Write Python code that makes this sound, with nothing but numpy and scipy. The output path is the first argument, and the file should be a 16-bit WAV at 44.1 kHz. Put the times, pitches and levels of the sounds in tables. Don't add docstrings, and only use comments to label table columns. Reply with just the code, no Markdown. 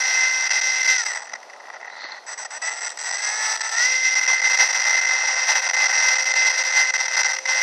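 import sys
import numpy as np
from scipy import signal
from scipy.fft import rfft, irfft, next_fast_len
from scipy.io import wavfile
from scipy.ndimage import uniform_filter1d, map_coordinates

SR = 44100
rng = np.random.default_rng(int(sys.argv[2]) if len(sys.argv) > 2 else 0)


def generate_wav(signal):
    frames = np.transpose(np.atleast_2d(signal))
    scaled = np.clip(frames, -1, 1) * 32767
    pcm = np.round(scaled).astype(np.int16)
    wavfile.write(sys.argv[1], SR, pcm)


def gain_from_db(level_db):
    decades = np.asarray(level_db, float) / 20
    return 10 ** decades


N = 336042

# start_s, blade_pass_hz
PROPELLER_SPEED = [(0, 515.3), (.952, 515.4), (1.2, 305), (1.3, 250), (1.58, 170), (2.2, 200), (2.3, 245),
                   (2.5, 280), (2.6, 320), (2.72, 339), (3.0, 367), (3.22, 413), (3.38, 431), (3.73, 444),
                   (3.885, 516.6), (4.8, 515.8), (6.2, 515.0), (7.62, 514.0)]
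FULL_HZ, INERTIA_S = 515.5, .035
POWER_OFF_S, POWER_ON_S = 1.27, 2.26
# shaft_order, level_db over the propeller hiss
SHAFT_ORDERS = [(2, -14.5), (3, -26), (4, -17), (5, -23), (6, -12.5), (8, -11), (10, -15), (12, -18),
                (14, -25), (16, -13.5), (18, -14), (20, -20.5), (22, -15.5), (24, -42)]
# blade_pass_hz, tone_db over the hiss
BLADE_SINGING = [(246, -58), (276, 4), (305, 6), (380, -1), (440, 2.5), (515, 1)]
# pitch_hz, gain_db
FUSELAGE_GAIN = [(400, 0), (870, 4.5), (1030, -5), (1300, 2), (2130, 0), (2260, -9), (4950, -8), (5120, 0),
                 (7000, 0)]
HISS_DB, HISS_POWER = -25.5, 2.82
STRAIN_DB, STRAIN_HZ_PER_S = 1.5, 1270
# blade_pass_hz, whistle_db
CHOPPING = [(240, -9), (365, -10), (444, -16), (510, -32), (515, -38)]
WHISTLE_HZ, EARLY_WHISTLE_DB = 7817.6, -3.5
SLOTS = 42
# blade_pass_hz, level_db over the hiss
WINDING_RATTLE = [(250, 2), (370, -2), (410, 4), (445, -1.5), (500, 4), (515, -10.5)]
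CAN_HZ, CAN_WIDTH_HZ = 5940, 1800
# start_s, slipstream_db, buffeting_db
AIRFLOW_LEVELS = [(0, -35, -2.5), (.5, -33.5, -4.5), (.96, -40.5, -2), (1.12, -32, 0), (1.5, -47.5, 16.5),
                  (1.92, -35, 8.5), (2.24, -40.5, -1), (2.6, -36.5, -6.5), (2.9, -39.5, 9.5),
                  (3.3, -32.5, -3.5), (3.84, -33, -5), (4.02, -44, -1.5), (4.2, -32.5, 0.5),
                  (5.0, -29.5, -0.5), (5.8, -29, -1.5), (6.6, -33, -0.5), (7.15, -30.5, 3.5),
                  (7.62, -30.5, -2.5)]
# centre_s, length_ms, gain_db
LONG_CHOKES = [(7.096, 20, -8.5), (0.485, 15, -17), (0.606, 9.6, -14.5), (1.047, 18, -3), (6.87, 57, -1),
               (1.516, 32, -5.5), (1.581, 19, -21), (1.786, 25, -22), (7.465, 34, -6), (2.213, 51, -11),
               (2.252, 21, -27), (2.36, 32, -18), (2.443, 8.2, -13), (2.485, 35, -35), (2.599, 34, -25),
               (2.935, 26, -16), (2.961, 22, -17), (3.587, 12, -14), (3.707, 10.4, -10), (4.563, 17, -8.5),
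               (4.013, 73, -2.5), (4.39, 110, -3), (5.462, 41, -5), (5.545, 14, -8), (5.723, 16.5, -40),
               (6.915, 12, -40), (7.073, 12, -23), (7.377, 15.5, -23), (7.405, 29.5, -32), (7.431, 30, -29)]
# centre_s, gain_db
STOP_FLICKS = [(6.932, -20), (.499, -34), (0.527, -8), (0.87, -12), (1.028, -5), (1.393, -9), (1.41, -12),
               (1.556, -23), (1.678, -15), (1.712, -21), (2.8, -7), (2.982, -12), (3.569, -20),
               (3.602, -22), (3.625, -14), (4.148, -34), (4.271, -29), (4.411, -13), (4.581, -11),
               (7.449, -31), (5.683, -30), (5.704, -34), (5.76, -13), (5.922, -10), (6.326, -18),
               (6.631, -46), (6.973, -38), (7.161, -13), (7.357, -18), (1.143, -12)]
FLICK_MS = 7.6
# centre_s, length_ms, gain_db
BUFFETING_LULLS = [(.517, 9.8, 1), (0.909, 44, 2), (1.245, 13, 0), (1.336, 7, 14.5), (1.357, 11, 8.5),
                   (1.432, 20, 4.5), (1.503, 14, 7.5), (1.532, 16, 6), (1.597, 13, 5), (1.7, 4.6, 4.5),
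                   (.57, 37, 1.5), (2.041, 5.8, 4.5), (2.122, 12, 2.5), (2.286, 18, 2), (4.293, 52, 2.5),
                   (4.341, 26, 3.5), (4.619, 51, 5), (4.758, 32, 2), (5.566, 42, 1.5), (5.697, 5.1, 3.5),
                   (6.087, 11, 5), (6.473, 31, 2.5), (6.591, 34, 4), (6.794, 64, 3), (7.008, 15, 4),
                   (2.455, 14, 5.5), (2.677, 10, 2.5), (3.614, 25, 2.5), (3.86, 82, 1), (1.063, 5.7, 6)]
SWAY_DB, SWAY_PER_S = 1.71, 16
REBOUND_DB, REBOUND_S = 1, 0.034
SNAP = 9
# pitch_hz, width_hz, level_db, polarity
CONE_RESONANCES = [(658, 219, -19.5, 1), (819, 221, -12.5, 1), (892, 866, -16.5, -1), (1392, 240, -15, 1),
                   (1874, 160.6, -8, -1), (2032.7, 115, -5.5, 1), (2602, 49.3, -15, -1),
                   (2786, 273, -20, 1), (3273, 93, -21, -1), (3714, 434, -22.5, 1), (4326, 105, -19.5, -1),
                   (4580, 49, -24, 1), (4933, 113, -13, -1), (5240, 63, -16, 1), (5413, 61, -19, -1),
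                   (5705, 50, -10, -1), (5985, 285, -9.5, 1), (6217, 288, -14, -1), (6880, 63, -36, -1),
                   (7647, 263, -30, 1), (8450, 230, -31.5, -1), (9340, 220, -50, 1), (11160, 1100, -44, 1),
                   (12480, 370, -43, -1)]
NARROWEST_HZ = 135
# start_s, pitch_hz, level_db
EDGE_WHISTLE = [
    (1.86, 3900, -58),
    (1.98, 4040, -43),
    (2.04, 4180, -38),
    (2.1, 4380, -41.5),
    (2.16, 4200, -44),
    (2.24, 4400, -57),
]
# start_s, peak_db, pitch_hz
EDGE_TICKS = [
    (2.0413, -23, 4260),
    (2.1201, -20, 4180),
]
# start_s, pitch_hz, level_db
FAR_DRONE = [
    (0, 515, -50),
    (.95, 515, -64),
    (1.0, 500, -92),
    (3.7, 480, -101),
    (3.9, 518, -49),
    (4.6, 527, -50.5),
    (6, 528, -44),
    (7.62, 528, -43.5),
]
# pitch_hz, level_db per Hz
OPEN_GROUND = [(82, -69), (140, -13), (223, -14.5), (762, 3.5), (1310, -6), (1970, -14), (3020, -19.5),
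               (5800, -15), (6860, -28), (12000, -34.5), (15600, -75), (22000, -120)]
# start_s, level_db, pitch_hz
STAND_BUMPS = [
    (.55, -54, 720),
    (2.045, -37, 340),
    (2.83, -38.5, 463),
    (4.3, -23, 990),
]
HUM_HZ = 231


def unit(x):
    return x / np.sqrt(np.mean(x ** 2) + 1e-20)


def curves(rows):
    s, *cols = np.transpose(rows)
    return [np.interp(np.arange(N) / SR, s, c) for c in cols]


def along(points, hz):
    f, db = np.transpose(points)
    return gain_from_db(np.interp(np.log(hz), np.log(f), db))


def wobble(rate):
    return map_coordinates(rng.standard_normal(int(N * rate / SR) + 4), [np.arange(N) * rate / SR])


def tone(hz):
    return np.sin(2 * np.pi * (np.cumsum(hz * np.ones(N)) / SR + rng.random()))


def filtered(x, response):
    m = next_fast_len(N + SR // 2)
    return irfft(rfft(x, m) * response(np.fft.rfftfreq(m, 1 / SR) + 1e-3), m)[:N]


def noise(response):
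    return filtered(rng.standard_normal(N), response)


def speed():
    return uniform_filter1d(curves(PROPELLER_SPEED)[0], round(INERTIA_S * SR), mode="nearest")


def hiss_level(blade_hz):
    change = uniform_filter1d(np.abs(np.gradient(blade_hz)) * SR, SR // 10)
    strain_db = STRAIN_DB * np.tanh(change / STRAIN_HZ_PER_S)
    return HISS_DB + 20 * HISS_POWER * np.log10(blade_hz / FULL_HZ) + strain_db


def propeller_tones(blade_hz, shaft):
    orders = np.zeros(N)
    for k, db in SHAFT_ORDERS:
        level = gain_from_db(db + 1.67 * wobble(6.4))
        orders += level * np.sin(2 * np.pi * (round(k) * shaft + rng.random()))
    orders = filtered(orders, lambda f: along(FUSELAGE_GAIN, f))
    whine = gain_from_db(-4) * tone(SLOTS * blade_hz / 2)
    return orders + filtered(whine, lambda f: 1 / (1 + (8350 / f) ** 60) / (1 + (f / 9300) ** 14))


def motor_drive(blade_hz):
    t = np.arange(N) / SR
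    powered = (t < POWER_OFF_S) | (t > POWER_ON_S)
    whistle_db = np.interp(blade_hz, *np.transpose(CHOPPING)) + EARLY_WHISTLE_DB * (t < POWER_OFF_S)
    sizzle = noise(lambda f: 1 / (1 + (7000 / f) ** 12) / (1 + (f / 9200) ** 16))
    controller = gain_from_db(whistle_db + 20.5) * (tone(WHISTLE_HZ) + 1.1 * sizzle)
    can = noise(lambda f: 1 / (1 + ((f - CAN_HZ) / CAN_WIDTH_HZ) ** 4))
    rattle = gain_from_db(np.interp(blade_hz, *np.transpose(WINDING_RATTLE))) * can
    return powered * (controller + rattle)


def plane():
    blade_hz = speed()
    shaft = np.cumsum(blade_hz / 2 * (1 + .0002 * wobble(25))) / SR
    split = lambda f: 1 / (1 + (f / 1700) ** 4)
    stream = noise(split) * gain_from_db(curves(AIRFLOW_LEVELS)[0] + 29.5)
    blade_pulse = 1 + 0.63 * np.cos(4 * np.pi * shaft)
    hiss = noise(lambda f: 1 - split(f)) * blade_pulse
    singing = gain_from_db(np.interp(blade_hz, *np.transpose(BLADE_SINGING)))
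    tones = singing * propeller_tones(blade_hz, shaft)
    return stream + gain_from_db(hiss_level(blade_hz) + 18) * (hiss + tones + motor_drive(blade_hz))


def choking():
    buffet = unit(noise(lambda f: 1 / (1 + (f / 32) ** 1.3) / (1 + (f / 600) ** 4) * (f > 10)))
    t = np.arange(-SR // 20, SR // 20) / SR
    padded = np.zeros(N + 2 * len(t))
    flicks = [(s, FLICK_MS, db) for s, db in STOP_FLICKS]
    for s, ms, db in LONG_CHOKES + BUFFETING_LULLS + flicks:
        half_s = ms / 2000
        u = t / half_s
        steepness = np.where((u > 0) == (db < 0), SNAP, 4)
        shape = np.exp(-np.abs(u) ** steepness)
        rebound = REBOUND_DB * np.exp(-np.abs(t - half_s) / REBOUND_S)
        rebound = (db < 0) * (u > 1) * (1 - shape) * rebound
        padded[round(s * SR) + len(t) // 2:][:len(t)] += db * shape + rebound
    marked_db = padded[len(t):][:N]
    push = gain_from_db(curves(AIRFLOW_LEVELS)[1] - 2 * np.maximum(marked_db, 0)) * buffet
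    restless = 1 / (1 + np.abs(push / 1.25) ** 5) + .13
    return 1.033 * restless * gain_from_db(marked_db + SWAY_DB * wobble(SWAY_PER_S))


def rasp():
    level = gain_from_db(hiss_level(speed()) + 3.5 + 1.2 * wobble(72))
    return level * noise(lambda f: 1 + 0.74 / (1 + (6500 / f) ** 8) / (1 + (f / 9200) ** 10))


def speaker(x):
    modes = np.maximum(CONE_RESONANCES, [0, NARROWEST_HZ, -99, -1])

    def response(f):
        cone = 0
        for c, w, db, polarity in modes:
            cone = cone + np.sign(polarity) * gain_from_db(db) * 1j * f * w / (c * c - f * f + 1j * f * w)
        bass_cut = (1j * f / 500 / (1 + 1j * f / 500)) ** 3
        return cone * bass_cut * 2

    return filtered(x, response)


def edge():
    hz, db = curves(EDGE_WHISTLE)
    first_s, last_s = EDGE_WHISTLE[0][0], EDGE_WHISTLE[-1][0]
    sounding = np.abs(np.arange(N) / SR - (first_s + last_s) / 2) < (last_s - first_s) / 2
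    rush = unit(noise(lambda f: 1 / (1 + ((f - 4200) / 600) ** 2)))
    whistle = gain_from_db(4 * wobble(70) - 3) * tone(hz * (1 + .018 * wobble(120)))
    out = sounding * gain_from_db(db - 2) * (whistle + .8 * rush)
    t = np.arange(SR // 40) / SR
    for s, peak_db, tick_hz in EDGE_TICKS:
        envelope = gain_from_db(peak_db - 60 * t / 0.0094) * (1 - np.exp(-t / 0.00079))
        out[round(s * SR):][:len(t)] += envelope * 1.6 * np.sin(2 * np.pi * tick_hz * t)
    return out


def ground():
    murmur = unit(noise(lambda f: along(OPEN_GROUND, f)))
    drone_hz, drone_db = curves(FAR_DRONE)
    out = gain_from_db(-45 + 0.97 * wobble(1.8)) * murmur
    out += gain_from_db(-65 + 4.2 * wobble(24)) * tone(HUM_HZ * (1 + 0.006 * wobble(2.3)))
    out += gain_from_db(drone_db + 1.0 + 1.5 * wobble(6.3)) * tone(drone_hz * (1 + 0.00289 * wobble(18)))
    t = np.arange(SR // 8) / SR
    for s, db, hz in STAND_BUMPS:
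        ring = sum(a * np.sin(2 * np.pi * ratio * hz * t) for ratio, a in ((1, 1), (1.5, 0.73), (1.1, 1.6)))
        envelope = gain_from_db(db - 60 * t / 0.023) * (1 - np.exp(-t / 0.00071))
        out[round(s * SR):][:len(t)] += envelope * ring
    return out


def scene():
    return (speaker(choking() * plane() + rasp()) + edge() + ground())[None]


def starved(x):
    z = signal.stft(x, nperseg=2048)[2]
    frames = z.shape[1]
    power = np.abs(z[:1024]) ** 2
    band = power.reshape(128, 8, -1).mean(axis=1)
    band[:2] = gain_from_db(-6) * power[6:16].mean(axis=0)
    wide = band[40:].reshape(22, 4, -1).mean(axis=1)
    band[40:] = gain_from_db(-3.5) * np.repeat(wide, 4, axis=0)
    luck_db = 2.5 * rng.standard_normal(frames)
    luck_db = luck_db + 2.2 * np.repeat(rng.standard_normal((32, frames)), 4, axis=0)
    luck_db[:3] = 2.5 * uniform_filter1d(luck_db[:3], 6, axis=1)
    whole = power.sum(axis=0)
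    keep = band > whole ** .85 * whole.mean() ** .15 * gain_from_db(2 * (-58.7 + luck_db))
    bins = np.repeat(keep, 8, axis=0)[np.minimum(np.arange(1025), 1023)]
    return signal.istft(z * bins, nperseg=2048)[1][:N]


def roll_off(x):
    return signal.sosfilt(signal.butter(12, 12410, fs=SR, output="sos"), x)


def record(dry):
    cut = filtered(dry[0], lambda f: (1j * f / 190 / (1 + 1j * f / 190)) ** 4)
    mix = starved(cut)[None]
    return roll_off(mix)


dry = scene()
out = record(dry)
generate_wav(out)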